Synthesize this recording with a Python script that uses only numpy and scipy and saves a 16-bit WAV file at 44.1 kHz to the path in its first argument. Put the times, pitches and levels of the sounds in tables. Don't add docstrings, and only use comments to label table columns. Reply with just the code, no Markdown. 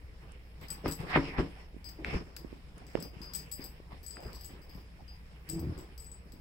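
import sys
import numpy as np
from scipy import signal
from scipy.fft import rfft, irfft, next_fast_len
from scipy.io import wavfile
from scipy.ndimage import uniform_filter1d

SR = 44100
rng = np.random.default_rng(int(sys.argv[2]) if len(sys.argv) > 2 else 0)


def store_wav(level_fs):
    pcm = np.round(np.clip(np.atleast_2d(level_fs), -1, 1) * 32767)
    wavfile.write(sys.argv[1], SR, pcm.T.astype(np.int16))


N = 282365
TIME = np.arange(N) / SR


def rubbing(cloth, cushion_db=-3, lumpy_db=2.5, attack_s=0.0098, release_s=0.038):
    # (time [s], length [s], relative weight on cushion [dB], swish [dB])
    shoves = [(0.225, 0.13, -52.5, -62.5), (0.618, 0.024, -44.5, -54.5), (0.698, 0.1, -49.5, -57),
              (0.859, 0.02, -30, -42.5), (0.997, 0.11, -38.5, -48.5), (1.096, 0.069, -44.5, -44),
              (1.161, 0.018, -25, -39.5), (1.234, 0.11, -41, -49.5), (1.388, 0.0067, -25.5, -41),
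              (1.462, 0.048, -52, -58.5), (1.564, .05, -54.5, -57), (1.860, 0.072, -55.5, -64),
              (1.997, 0.03, -41.5, -60), (2.058, 0.053, -38.5, -44), (2.132, 0.029, -31, -44),
              (2.26, 0.3, -53.5, -63.5), (2.764, 0.24, -52.5, -59.5), (2.971, 0.0756, -41, -54.5),
              (3.137, 0.33, -54, -59.5), (3.591, 0.059, -49, -57.5), (3.914, 0.031, -47, -56),
              (4.17, 0.31, -58.5, -61.5), (4.233, 0.085, -45, -59.5), (4.499, 0.064, -49.5, -60.5),
              (4.643, 0.16, -51.5, -62.5), (5.484, 0.033, -56, -55.5), (5.546, .18, -42, -61),
              (5.736, 0.082, -44.5, -56.5), (5.863, 0.063, -57, -65.5), (6.262, .11, -54.5, -75)]
    weight, swish = from_db(-59.5), from_db(-67)
    for s, length_s, weight_db, swish_db in shoves:
        push = np.exp(-np.maximum(s - TIME, 0) / attack_s - np.maximum(TIME - s - length_s, 0) / release_s)
        weight = np.hypot(weight, from_db(weight_db) * push)
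        swish = np.hypot(swish, from_db(swish_db) * push)
    # (frequency [Hz], relative density [dB])
    cushion_spectrum = [(45, 4), (75, -2), (115, -9), (158, 0.5), (215, -10), (290, -4.5), (430, -8),
                        (560, -13.5), (720, -18), (1100, -22.5), (1600, -36), (2500, -49)]
    rumble = rms_one(banded_noise(cushion_spectrum, flicker_db=2.5) * from_db(lumpy_db * drift(39)))
    return from_db(cushion_db) * weight * rumble + swish * cloth


def cloth_friction(grain_db=1.3):
    # (frequency [Hz], relative density [dB])
    spectrum = [(350, -13), (600, -13), (780, -4), (1000, -4), (1450, -8.5), (1800, -6), (2400, -7),
                (3000, -9.5), (4100, -18), (4800, -15.5), (5300, -10.5), (6000, -31), (8000, -27.5),
                (16000, -39)]
    return rms_one(banded_noise(spectrum, flicker_db=3.0) * from_db(grain_db * drift(170)))


def swipes(spread=0.12):
    # (centre [s], length [s], level [dB], start pitch [Hz], end pitch [Hz])
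    strokes = [(1.136, 0.088, -43, 1087, 986), (1.284, 0.15, -46.5, 2735, 2004),
               (2.114, 0.16, -44, 2097, 2564), (3.926, .05, -58, 1043, 980), (4.209, .15, -53, 740, 553),
               (5.002, 0.037, -56, 737, 734)]
    out = np.zeros((2, N))
    for s, length_s, db, start_hz, end_hz in strokes:
        count = int(length_s * SR)
        phase = 2 * np.pi * np.cumsum(np.linspace(start_hz, end_hz, count)) / SR
        in_phase, quadrature = band(rng.standard_normal((2, 2, count)), 2.9, 80 + spread * start_hz)
        rasp = rms_one(in_phase * np.cos(phase) + quadrature * np.sin(phase))
        add(out, s - length_s / 2, from_db(db) * rasp * np.sqrt(np.hanning(count)) * pan(-0.68))
    return out


def rail_bumps(cloth, crack_hz=750, crack_t60_s=0.0021, t60_scale=0.92, rise_s=0.023, fall_s=0.016):
    hits = [(0.8590, -18.5, -22, -54), (1.1603, -7.5, -20, -28), (1.1718, -14.5, -18.5, -56),
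            (1.391, -19.5, -59, -34), (1.399, -20.5, -26, -59)]
    # (frequency [Hz], relative level [dB], unscaled t60 [s])
    rail_modes = [(156.8, -1, 0.27), (217, -8, 0.12), (278.3, -0.5, 0.272), (329, 0.5, 0.21),
                  (375, 2, 0.11), (452, -11.5, 0.37), (566, -12.5, 0.19), (749, -24, 0.23),
                  (975, -12.5, 0.2), (1228, -5.5, 0.072), (1430, -25, 0.13), (1550, -17, 0.11),
                  (2150, -10, 0.082)]
    knocks, scuff, t = np.zeros(N), np.zeros(N), TIME[:SR // 2]
    for s, crack_db, boom_db, scuff_db in hits:
        boom = sum(from_db(db + rng.normal(0, 0.66)) * rng.choice([-1, 1]) * ring(t, hz, t60_s * t60_scale)
                   for hz, db, t60_s in rail_modes)
        crack = ring(t, crack_hz, crack_t60_s)
        add(knocks, s, from_db(crack_db) * peak_one(crack) + from_db(boom_db) * peak_one(boom))
        scuff += from_db(scuff_db) * np.exp(-np.maximum((s - TIME) / rise_s, (TIME - s) / fall_s))
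    padded = band(knocks, 73, 2500)
    return room(padded, t60_s=0.37, wet_db=-11.5, likeness=0.74) * pan(1.7) + band(scuff * cloth, 180, 3500)


def thuds(cycles=1.4):
    # (time [s], peak [dB], pitch [Hz], left minus right [dB])
    touches = [(0.619, -51, 171, -1), (1, -30, 121, 6), (1.744, -45, 298, -16), (1.765, -43, 238, -21.5),
               (2.139, -37, 70, 0), (2.151, -23, 58.4, -1), (2.447, -38, 269, -21.5),
               (2.528, -42, 303, -25), (2.953, -22, 430, -22.5), (3.167, -40, 135, 11.5),
               (3.206, -38, 208, 4), (3.5943, -34.5, 265, 6), (3.8012, -40, 390, 5), (3.929, -38.5, 150, 2),
               (4.178, -41, 333, 1), (4.275, -38.5, 161, 2), (4.537, -42.5, 163, 2), (4.753, -38, 138, 7),
               (5.022, -48, 218, -15), (6.258, -47, 166, 8), (6.337, -41.5, 222, 2.5)]
    out = np.zeros((2, N))
    for s, db, hz, side_db in touches:
        t = TIME[:int(3 * cycles * SR / hz)]
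        push = ring(t, hz, 1.52 * cycles / hz) * t
        add(out, s, from_db(db) * peak_one(push) * pan(side_db))
    return room(out, t60_s=0.46, wet_db=-13.5, likeness=0.66)


def ticks(t60_s=0.0079, tone_share=0.4):
    # (time [s], level [dB], pitch [Hz])
    contacts = [(0.320, -45, 9000), (0.609, -47, 1200), (2.0468, -16.5, 2320), (2.367, -35, 2550),
                (2.781, -43.5, 9500), (2.9532, -22.5, 2350), (2.9735, -31, 1200), (3.920, -33, 1130),
                (4.169, -33, 2010)]
    out, t = np.zeros((2, N)), TIME[:SR // 20]
    for s, db, hz in contacts:
        grit = peak_one(band(rng.standard_normal((2, len(t))) * fade(t, t60_s), hz / 1.7, hz * 1.12))
        tick = tone_share * ring(t, hz, t60_s) + (1 - tone_share) * grit
        add(out, s, from_db(db) * tick * pan(-1))
    return room(out, t60_s=0.23, wet_db=-11, likeness=0.14)


def collar_tags(contacts_per_s=400, swell_s=0.0049, detune=0.00035, off_place_db=22):
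    # (time [s], level [dB], hardness [0-1], strike place [0 centre, 1 rim], rattle decay [s])
    shakes = [(0.613, -55.5, .7, 0.52, 0.027), (0.684, -44.5, 0.5, 0.41, .008),
              (0.7033, -32.5, 0.67, 0.61, 0.015), (0.880, -35, 0.42, 0.44, 0.023),
              (0.912, -33, 0.38, 0.72, 0.014), (0.9235, -33.5, 0.79, 0.67, 0.0041),
              (1.004, -53, 0.97, .45, .008), (1.8433, -43, 0, .25, 0.014), (1.890, -43, 0.48, 0.43, 0.013),
              (2.365, -40.5, 0.9, 0.41, 0.0034), (2.867, -54, 0.76, 0.57, 0.054),
              (3.002, -43, 0.56, 0.72, .007), (3.025, -37.5, 0.79, .42, 0.0028),
              (3.217, -47, 0.57, .22, .03), (3.336, -34, 0.47, 0.6, 0.06), (3.35, -30, 0.54, 0.6, 0.013),
              (3.515, -34, .05, 0.68, 0.012), (3.608, -46, 0, 0.26, 0.034),
              (3.641, -39.5, 0.62, 0.55, .022), (4.031, -49.5, 0.46, 0.44, 0.093),
              (4.064, -42, 0.45, 0.81, 0.069), (4.109, -44, 0.47, 0.26, 0.018), (4.204, -54, .6, 0.48, 0.1),
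              (4.331, -47, 0.7, 0.39, 0.043), (4.41, -46, 0.43, 0.47, 0.08),
              (4.446, -42, 0.68, 0.74, 0.024), (4.617, -57, .05, 0.4, .017),
              (4.694, -50.5, 0.2, 0.14, 0.047), (5.08, -55, .05, .05, 0.0081),
              (5.490, -36, 0.47, 0.6, 0.029), (5.499, -34, 0.67, 0.71, 0.025),
              (5.594, -46, 0.8, 0.49, 0.0093), (5.778, -49, 0.57, 0.55, 0.027),
              (5.9786, -41.5, 0.54, 0.44, 0.016), (5.998, -46.5, 0, 0.74, 0.045),
              (6.06, -54, .05, 1, 0.0072), (6.116, -49, 0.2, 0.91, 0.012), (6.321, -50, 0.68, 0.59, 0.013)]
    # (frequency [Hz], relative level [dB], free t60 [s], best strike place [0-1])
    modes = [(4912, -5.5, .32, 0), (5200, -20, .05, .4), (5900, -27, .06, .4), (7870, -5, .14, 1),
             (12190, -16.5, .14, .5), (13190, -26, .11, .5), (15620, -21, .08, .5)]
    out, t = np.zeros((2, N)), TIME[:SR // 3]
    next_shakes = [row[0] for row in shakes[1:]] + [TIME[-1]]
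    for (s, db, hardness, place, decay_s), next_s in zip(shakes, next_shakes):
        contacts = (rng.random(len(t)) < contacts_per_s / SR) * rng.normal(0, 0.5, len(t))
        contacts *= np.exp(-t / decay_s) * (1 - np.exp(-t / swell_s))
        contacts[0] = 0.39 + 0.79 * hardness
        damping = fade(np.maximum(t + s - next_s, 0), t60_s=0.28)
        choked_db, click_db = -7 + 19.5 * hardness, -23 + 32 * hardness
        for hz, mode_db, t60_s, best_place in modes:
            free = sum(ring(t, hz * (1 + detune * rng.normal()), t60_s) for tag in range(2)) / 2
            choked = from_db(choked_db) * ring(t, hz * (1 + .011 * rng.normal()), t60_s=.06)
            tone = signal.fftconvolve(contacts, free + choked)[:len(t)] * damping
            tone /= np.sqrt(uniform_filter1d(tone ** 2, size=600).max())
            struck_db = db + mode_db - off_place_db * abs(place - best_place) + rng.normal(0, 2)
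            add(out, s, from_db(struck_db) * tone * pan(rng.normal(0, 1.9)))
        click = band(rng.standard_normal(len(t)) * fade(t, t60_s=0.0024), 2900, 12300)
        clicks = signal.fftconvolve(contacts, click)[:len(t)]
        add(out, s, from_db(db + click_db) * peak_one(clicks))
    reflected = room(out, t60_s=0.22, wet_db=0, likeness=0) - out
    return out * pan(15.3) + reflected * pan(6.5)


def snort(jitter=.13, air_share=0.32):
    # (time [s], flutter rate [Hz], level [dB])
    puff = [(5.48, 155, -54), (5.525, 181, -40.5), (5.57, 150, -36), (5.61, 81, -39.5), (5.66, 73, -35),
            (5.70, 84, -34), (5.74, 99, -52), (5.80, 93, -61)]
    # (frequency [Hz], bandwidth [Hz], relative level [dB])
    muzzle_modes = [(82, 20, 5), (164, 29, 4), (319, 27, 2.5), (443, 17, -16)]
    times_s, rates_hz, levels_db = np.transpose(puff)
    rate_hz, db = np.interp(TIME, times_s, rates_hz), np.interp(TIME, times_s, levels_db)
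    cycles = np.cumsum(rate_hz * np.exp(jitter * drift(39.86))) / SR
    flaps = np.diff(np.floor(cycles), prepend=0) * from_db(1.7 * drift(43))
    breath = air_share * rng.standard_normal(N) * np.sqrt(rate_hz / SR)
    t = TIME[:SR // 8]
    muzzle = sum((-1) ** k * from_db(mode_db) * width_hz
                 * np.sin(2 * np.pi * hz * t) * np.exp(-np.pi * width_hz * t)
                 for k, (hz, width_hz, mode_db) in enumerate(muzzle_modes))
    flutter = signal.fftconvolve(flaps + breath, muzzle)[:N]
    flutter /= np.sqrt(uniform_filter1d(flutter ** 2, size=1800) + 1e-9)
    envelope = from_db(db) * (TIME > times_s[0]) * (TIME < times_s[-1])
    return room(flutter * envelope, t60_s=0.083, wet_db=-9.5, likeness=0.78)


def room_tone(air_db=-52.5, hum_hz=59.1, hum_db=-54):
    # (frequency [Hz], relative density [dB])
    air_spectrum = [(19, 0), (70, -2), (110, -11), (180, -10.5), (340, -41), (430, -21), (700, -29.5),
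                    (1400, -33.5), (2200, -30), (4100, -42.5), (5300, -37), (6100, -49.5), (8000, -44),
                    (16000, -48.5)]
    hum = np.sqrt(2) * np.sin(2 * np.pi * hum_hz * TIME)
    return from_db(air_db) * banded_noise(air_spectrum, flicker_db=2.46) + from_db(hum_db) * hum


def room(x, t60_s, wet_db, likeness):
    t = TIME[:SR // 3]
    shared, *own = rng.standard_normal((3, len(t))) * fade(t, t60_s) * (t > .002)
    tails = np.sqrt(likeness) * shared + np.sqrt(1 - likeness) * np.array(own)
    tails /= np.sqrt(np.sum(tails ** 2, axis=1, keepdims=True))
    return x + from_db(wet_db) * signal.fftconvolve(np.atleast_2d(x), tails, axes=1)[:, :N]


def banded_noise(spectrum, flicker_db):
    # (frequency [Hz], left-right correlation [-1 to 1])
    likeness = [(60, 0.88), (250, 0.9), (500, .6), (1000, 0), (2200, -0.19), (5000, 0), (15000, 0)]
    # (frequency [Hz], left minus right [dB])
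    balance = [(60, 0.5), (700, 2), (1300, -2.5), (2400, -6), (4400, 7), (15000, -0.5)]
    size = next_fast_len(N, real=True)
    hz = np.maximum(np.arange(size // 2 + 1) * SR / size, 1)
    mid, side = rfft(rng.standard_normal((2, size)))
    alike = at_hz(likeness, hz)
    stereo = np.sqrt(1 + alike) * mid + np.sqrt(1 - alike) * side * [[1], [-1]]
    stereo *= from_db(at_hz(spectrum, hz) + at_hz(balance, hz) * [[1], [-1]] / 2)
    low_hz, high_hz = spectrum[0][0], spectrum[-1][0]
    half_octaves = 2 * np.log2(hz / low_hz)
    out = np.zeros((2, N))
    for k in range(int(2 * np.log2(high_hz / low_hz)) + 2):
        triangle = np.maximum(1 - np.abs(half_octaves - k), 0)
        out += irfft(stereo * triangle, size)[:, :N] * from_db(flicker_db * drift(7.8))
    return rms_one(out)


def drift(corner_hz):
    step, settle = 40, 2000
    pole = np.exp(-2 * np.pi * corner_hz * step / SR)
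    noise = rng.standard_normal(N // step + settle + 2)
    slow = signal.lfilter([1], [1, -2 * pole, pole * pole], noise)[settle:]
    return np.interp(np.arange(N) / step, np.arange(len(slow)), rms_one(slow))


def from_db(db):
    return 10 ** (np.asarray(db) / 20)


def rms_one(x):
    return x / np.sqrt(np.mean(x ** 2) + 1e-20)


def peak_one(x):
    return x / np.abs(x).max()


def at_hz(points, hz):
    points_hz, values = np.transpose(points)
    return np.interp(np.log(hz), np.log(points_hz), values)


def pan(left_minus_right_db):
    return from_db(np.array([[.5], [-.5]]) * left_minus_right_db)


def add(out, start_s, sound):
    i = round(start_s * SR)
    out[..., i:i + sound.shape[-1]] += sound[..., :N - i]


def band(x, low_hz, high_hz):
    return signal.sosfilt(signal.butter(2, [low_hz, high_hz], "band", fs=SR, output="sos"), x)


def fade(t, t60_s):
    return np.exp(-np.log(1000) * t / t60_s)


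def ring(t, hz, t60_s):
    return np.sin(2 * np.pi * hz * t) * fade(t, t60_s)


def scene():
    cloth = cloth_friction()
    background = room_tone()
    bedding = rubbing(cloth) + swipes()
    return bedding + rail_bumps(cloth) + thuds() + ticks() + collar_tags() + snort() + background


def record(dry):
    return signal.sosfilt(signal.ellip(10, .2, 70, 15900, fs=SR, output="sos"), dry)


dry = scene()
out = record(dry)
store_wav(out)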